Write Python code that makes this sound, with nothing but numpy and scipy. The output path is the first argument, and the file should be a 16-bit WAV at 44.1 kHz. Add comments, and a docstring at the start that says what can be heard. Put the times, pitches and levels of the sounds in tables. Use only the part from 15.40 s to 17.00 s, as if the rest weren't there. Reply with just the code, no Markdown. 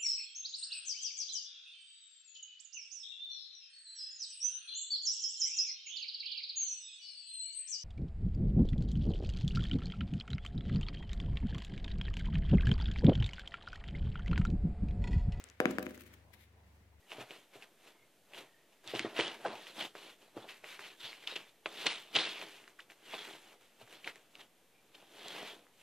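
"""Two plastic dice click in a hand, land on a grass mat over a wooden table, bounce and tumble to rest.
Each landing is a set of short fading tones, a noise tick and longer-lasting low tones.
Shaped noise makes the scuffed fibres, the dragging dice, the rustling sleeve and the quiet room's hush.
Sine waves make a low motor hum. A phone above hears it all through two ports, with a short room tail."""
import sys
import numpy as np
from scipy import signal
from scipy.fft import rfft, irfft
from scipy.io import wavfile
from scipy.ndimage import uniform_filter1d

SR = 44100
rng = np.random.default_rng(int(sys.argv[2]) if len(sys.argv) > 2 else 0)


def elevation(decibels):
    """Turn decibel levels (scalar or array-like) into linear amplitude ratios."""
    levels = np.asarray(decibels, float)
    return 10 ** (levels / 20)


def digitize_waveform(pressure):
    """Quantize a signal to 16-bit integers and store it at the path in sys.argv[1].

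    Rows of a 2-D input are taken as channels; values are limited to [-1, 1].
    """
    field = np.atleast_2d(pressure).T
    bounded = np.clip(field, -1, 1)
    quanta = np.round(bounded * 32767).astype(np.int16)
    wavfile.write(sys.argv[1], SR, quanta)


N = 70560  # length [samples]
T = np.arange(N) / SR  # time of each sample [s]
F = np.maximum(np.fft.rfftfreq(2 * N, 1 / SR), 1)  # filter frequencies [Hz]

# tone colour of dice on the mat fibres, relative: (frequency [Hz], level per Hz [dB])
FIBRE_COLOUR = [(290, -32), (500, -16), (855, -27), (1550, -8), (2130, -5.5), (4730, -19), (6900, -19.5),
                (10100, -19), (14200, -17), (16000, -18)]


def read(points, hz):
    """Reads a (frequency [Hz], value) table along a logarithmic frequency axis."""
    table_hz, values = np.array(points).T
    return np.interp(np.log(hz), np.log(table_hz), values)


def colour(x, points, late_s=0.):
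    """Filters a sound by a (frequency [Hz], level [dB]) table and delays it."""
    delay = np.exp(-2j * np.pi * F * late_s)
    return irfft(rfft(x, 2 * N) * elevation(read(points, F)) * delay)[..., :N]


def unit(x):
    """Scales a sound to an rms (average strength) of 1."""
    return x / np.sqrt(np.mean(x ** 2))


def fade(since_s, t60_s):
    """Dies away steadily, by 60 dB in each t60_s."""
    return np.exp(-np.log(1000) * since_s / t60_s)


def ring(at_s, hz, t60_s):
    """A struck object's tone: a sine that starts at at_s and dies away."""
    since_s = np.maximum(T - at_s, 0)
    return np.sin(2 * np.pi * hz * since_s) * fade(since_s, t60_s)


def walk(rate_hz):
    """Smooth random wander of rms 1: noise averaged twice over 1 / rate_hz."""
    width = int(SR / rate_hz)
    smooth = uniform_filter1d(rng.standard_normal(N), width)
    return unit(uniform_filter1d(smooth, width))


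def diffuse():
    """Noise from all around: more alike at the two ports in the bass than in the treble."""
    mid, side = rng.standard_normal((2, N))
    share = np.maximum(F / np.hypot(F, 900), .2)  # the difference grows around 900 Hz
    side = irfft(rfft(side, 2 * N) * share)[:N]
    return np.array([mid + side, mid - side])


def landings():
    """Each blow sets off short tones, a tick and longer low tones; the mat softens the contact."""
    # landings: (time [s], deep thud [dB], thud [dB], tock [dB], clack [dB], tick [dB])
    blows = [(0.2024, -27.5, -14, -10, -14.5, -35), (0.256, -17.5, -20.5, -13.5, -8, -37),
             (0.3092, -28, -35.5, -45, -56, -42), (0.3845, -26.5, -23, -14.5, -23, -39),
             (0.394, -33, -37, -37, -39, -51), (.4270, -34, -47, -49, -32, -55),
             (0.4663, -30, -38.5, -34, -22, -53.5), (0.5079, -47, -44.5, -39, -50, -49),
             (.5770, -48, -53.5, -41, -52, -50.5)]
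    # short tones, one group each for deep thud, thud, tock and clack:
    # (frequency [Hz], level added to the blow [dB], 60 dB fade [s], signed factor)
    blow_modes = [
        [(293, 4.5, 0.021, 0.82)],
        [(485.4, 1, .011, 1), (907, -8.5, 0.023, -0.6)],
        [(1652, 0.5, 0.0063, -0.91), (4750, -22, 0.012, -1)],
        [(2240, -0.5, 0.0044, -0.98), (3330, -23, 0.0084, -0.71), (6400, -21, 0.0072, -2)],
    ]
    # delay of each group, lower tones speaking later: (delay [s])
    group_delays = [.0008, .0005, 0, 0]
    # longer-lasting low tones after each landing:
    # (frequency [Hz], level added to the blow [dB], 60 dB fade [s])
    long_tones = [(159, -30, 0.3), (195.6, -24, .35), (224.2, -25, 0.45), (262, -16, 0.41), (315, -47, .3),
                  (362.5, -21, 0.24), (429.6, -21.5, 0.13), (512, -19.5, 0.26), (609, -25.5, 0.31),
                  (745, -24.5, 0.17), (1017, -30, 0.17)]
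    # colour of the tick, relative: (frequency [Hz], level per Hz [dB])
    tick_colour = [(1000, -22), (3000, -8), (6000, 6), (10000, -0.5), (15000, -3.5)]
    long_late_s, contact_s, tick_t60_s = .0015, 0.00022, 0.0071

    body, ticks, noise = np.zeros(N), np.zeros((2, N)), diffuse()
    # the level of each long tone varies by chance from landing to landing
    chances = rng.standard_normal((len(blows), len(long_tones)))
    thud_hz = [blow_modes[0][0][0], blow_modes[1][0][0]]
    for (at_s, *levels_db, tick_db), blow_chances in zip(blows, chances):
        for level_db, group, late_s in zip(levels_db, blow_modes, group_delays):
            for hz, mode_db, t60_s, sign in group:
                body += sign * elevation(level_db + mode_db) * ring(at_s + late_s, hz, t60_s)
        ticks += elevation(tick_db) * noise * (T >= at_s) * fade(np.maximum(T - at_s, 0), tick_t60_s)
        for (hz, long_db, t60_s), chance in zip(long_tones, blow_chances):
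            # the long tones follow the two thud levels, blended by frequency
            thud_db = np.interp(np.log(hz), np.log(thud_hz), levels_db[:2])
            body += elevation(long_db + thud_db + 2.6 * chance) * ring(at_s + long_late_s, hz, t60_s)
    soften = np.exp(-(np.pi * F * contact_s / 4) ** 2)  # a longer contact dulls the treble
    return irfft(rfft(body, 2 * N) * soften)[:N] + colour(ticks, tick_colour)


def clicks():
    """Hard plastic faces knock together in the hand: two very short rings for each click."""
    # die against die: (time [s], level [dB], upper ring [Hz])
    knocks = [(.0022, -38.5, 6000), (0.0118, -43, 6000), (0.014, -50, 6000), (0.0406, -27.5, 8030),
              (0.0883, -39, 6000), (.0912, -47, 5500), (0.0999, -34.5, 6560)]
    total = np.zeros(N)
    for at_s, level_db, hz in knocks:
        low = elevation(-17) * ring(at_s, 2650, 0.006)
        high = ring(at_s, hz, 0.0013)
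        total += elevation(level_db) * (low - high)
    return total


def brush(events, spectrum):
    """Fibres flicked in short bursts: noise that swells and dies quickly, with a grainy level."""
    envelope = np.zeros(N)
    for peak_s, level_db, rise_s, fall_s in events:
        rise = np.exp(np.minimum(T - peak_s, 0) / rise_s)
        fall = np.exp(-np.maximum(T - peak_s, 0) / fall_s)
        envelope += elevation(level_db) * np.where(T < peak_s, rise, fall)
    grain = elevation(3 * walk(1500))
    return envelope * unit(colour(diffuse(), spectrum)) * grain


def scuffs():
    """Tumbling dice scuff the mat, flicking its fibres."""
    # tumbles: (time of peak [s], level before grain [dB], rise [s], fall [s])
    tumbles = [(.205, -37, 0.0011, 0.0024), (.312, -41.5, 0.0042, 0.0024), (.394, -42, 0.0015, 0.0009),
               (.428, -41, 0.0014, 0.0023), (.453, -55, .001, 0.0012), (.461, -49, 0.0038, 0.0045),
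               (.491, -51.5, 0.0026, 0.0062), (.510, -59, .005, 0.011), (.547, -52, 0.0023, 0.0026),
               (.555, -57, 0.0066, .005), (.600, -57, 0.0057, 0.0023), (.609, -48, 0.0028, 0.0041),
               (.619, -52, 0.0022, 0.0036), (.637, -53.5, 0.0014, 0.0015), (.668, -56.5, 0.0087, 0.0059),
               (.678, -57.5, 0.0037, .004), (.740, -52.5, 0.0062, 0.004)]
    return brush(tumbles, FIBRE_COLOUR)


def creases():
    """The sleeve creases in short bursts of cloth noise."""
    # creases: (time of peak [s], level before grain [dB], rise [s], fall [s])
    folds = [(.938, -53.5, 0.0065, 0.0095), (1.014, -62.5, 0.024, 0.02), (1.04, -67, 0.0091, .006),
             (1.127, -70, .002, 0.0024)]
    # colour of the creasing cloth, relative: (frequency [Hz], level per Hz [dB])
    fold_colour = [(400, -36), (900, -18), (1500, -11.5), (2100, 1), (2900, -9.5), (3600, -5),
                   (5000, -15.5), (8500, -19), (11600, -11.5), (16000, -21)]
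    return brush(folds, fold_colour)


def rustle(curve, spectrum, flicker_db):
    """Cloth, skin or fibres rub: coloured noise follows a level curve and flickers a little."""
    times_s, levels_db = np.array(curve).T
    level_db = np.interp(T, times_s, levels_db, left=-120) + flicker_db * walk(60)
    return elevation(level_db) * unit(colour(diffuse(), spectrum))


def drag():
    """Dice drag over the fibres as they roll, then the sleeve slides: a flickering hiss."""
    # hiss before flicker: (time [s], level [dB])
    drag_curve = [(.2, -86), (.3, -88), (.42, -79), (.5, -68), (.6, -65.5), (.68, -75), (.71, -87),
                  (.92, -85), (.96, -78), (1.04, -77), (1.08, -82.5)]
    return rustle(drag_curve, FIBRE_COLOUR, flicker_db=3.0)


def sleeve_and_hand():
    """Sleeve and hand rustle as they move: rubbing noise."""
    # rustle before flicker: (time [s], level [dB])
    rustle_curve = [(0, -58.5), (.06, -63), (.13, -65.5), (.19, -69), (.3, -52.5), (.42, -62.5),
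                    (.55, -62.5), (.67, -68), (.71, -63), (.9, -76.5), (1.0, -73), (1.2, -72), (1.4, -75),
                    (1.6, -75.5)]
    # colour of the rustle, relative: (frequency [Hz], level per Hz [dB])
    rustle_colour = [(120, -64), (200, -12), (235, -7.5), (422, -2), (844, -10), (1080, -9.5), (1980, -4),
                     (4730, -19), (14000, -31.5)]
    return rustle(rustle_curve, rustle_colour, flicker_db=1.27)


def dull_cloth():
    """Cloth moves with a duller rubbing noise."""
    # dull movement before flicker: (time [s], level [dB])
    dull_curve = [(0.7, -86), (0.912, -68), (0.92, -90), (0.944, -65.5), (1.096, -88), (1.188, -69),
                  (1.448, -89.5), (1.548, -75), (1.6, -92)]
    # colour of the dull cloth, relative: (frequency [Hz], level per Hz [dB])
    dull_colour = [(250, -23), (450, 3), (600, 3.5), (1000, 3), (1400, -27)]
    return rustle(dull_curve, dull_colour, flicker_db=2.0)


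def room(x):
    """The room returns dense reflections: a noise tail whose half-octave bands fade at their own rates."""
    # strength of the tail, relative: (frequency [Hz], level per Hz [dB])
    tail_colour = [(100, 1), (180, -2.5), (300, -3), (450, 3.5), (700, -2), (1100, -6.5), (1600, -13),
                   (2400, -12), (3200, -6.5), (4500, -8.5), (8000, -11.5), (15000, -12)]
    # fading of the tail: (frequency [Hz], 60 dB fade [s])
    tail_fade = [(100, 0.88), (300, 0.86), (700, 0.32), (1500, 0.37), (3000, 0.29), (8000, 0.29)]
    tail_db, gap_s = -6.5, 0.0061  # overall level, and wait before the first reflection
    spectrum, tail = rfft(diffuse(), 2 * N), 0
    since_s = np.maximum(T - gap_s, 0)
    for hz in 70 * 2 ** np.arange(0, 8.5, .5):
        share = np.clip(1 - 2 * np.abs(np.log2(F / hz)), 0, 1)
        band = irfft(spectrum * share)[:, :N]
        t60_s = read(tail_fade, hz)
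        evened = np.sqrt(t60_s * SR / 14)  # longer tails would otherwise be stronger
        tail = tail + band * elevation(read(tail_colour, hz)) * fade(since_s, t60_s) / evened
    return elevation(tail_db) * signal.fftconvolve(tail * (T > gap_s), x[None], axes=1)[:, :N]


def motor_hum():
    """A distant motor hums: sines at multiples of its wandering shaft rate, their levels drifting."""
    # multiples of the shaft rate: (multiple, peak level before drift [dB])
    multiples = [(3, -63.5), (4, -68.5), (6, -80.5)]
    shaft_hz = 24.94 + 0.45 * walk(5)
    turn = 2 * np.pi * np.cumsum(shaft_hz) / SR
    starts = rng.uniform(0, 2 * np.pi, len(multiples))
    hum = np.zeros((2, N))
    for (multiple, level_db), start in zip(multiples, starts):
        # the second drift moves the two ports in opposite directions
        drift_db = 2.0 * walk(7.5) + 1.4 * walk(6.8) * np.array([[1], [-1]])
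        hum += elevation(level_db + drift_db) * np.sin(round(multiple) * turn + start)
    return hum


def air():
    """The room's hush: coloured noise with a slowly drifting level."""
    # colour of the hush, relative: (frequency [Hz], level per Hz [dB])
    hush_colour = [(15, -14), (30, 2), (45, -9), (62, -2), (90, -1.5), (130, -1.5), (200, 2), (300, -5.5),
                   (500, -9), (2280, -22), (4490, -25), (14800, -29.5), (16000, -36)]
    return elevation(-72 + 2.1 * walk(6.5)) * unit(colour(diffuse(), hush_colour))


def shaded(x):
    """The phone body shades the right port, which also hears late."""
    # loss at the right port: (frequency [Hz], level [dB])
    shade = [(200, 0), (500, -1.5), (1000, -6), (2000, -10), (4000, -6), (8000, -6), (15000, -6)]
    return colour(x, shade, late_s=.00018)


def scene():
    """Adds the near sounds at both ports, their room tail, the rustles and the background."""
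    # soft upper limit for the near sounds and hand clicks: (frequency [Hz], level [dB])
    high_cut = [(15800, 0), (16500, -40)]
    hand = colour(clicks(), high_cut)
    near = colour(landings() + scuffs() + creases(), high_cut)
    # bass cut that thins the near sounds: the same 173 Hz cut twice
    low_cut = signal.butter(2, 173, "high", fs=SR, output="sos")
    near = signal.sosfilt(low_cut, signal.sosfilt(low_cut, near))
    wide = room(near[0] + elevation(-15) * hand)
    wide = wide + sleeve_and_hand() + drag() + dull_cloth()
    left = near[0] + hand + wide[0]
    right = shaded(near[1]) + elevation(-8) * hand + elevation(-2.5) * wide[1]
    return np.array([left, right]) + air() + motor_hum()


def band_limit(x):
    """A steep low-pass at the top of the band."""
    return signal.sosfilt(signal.butter(12, 16490, fs=SR, output="sos"), x)


def record(dry):
    """Passes on the finished mix as the phone stores it."""
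    return band_limit(dry)


dry = scene()
out = record(dry)
digitize_waveform(out)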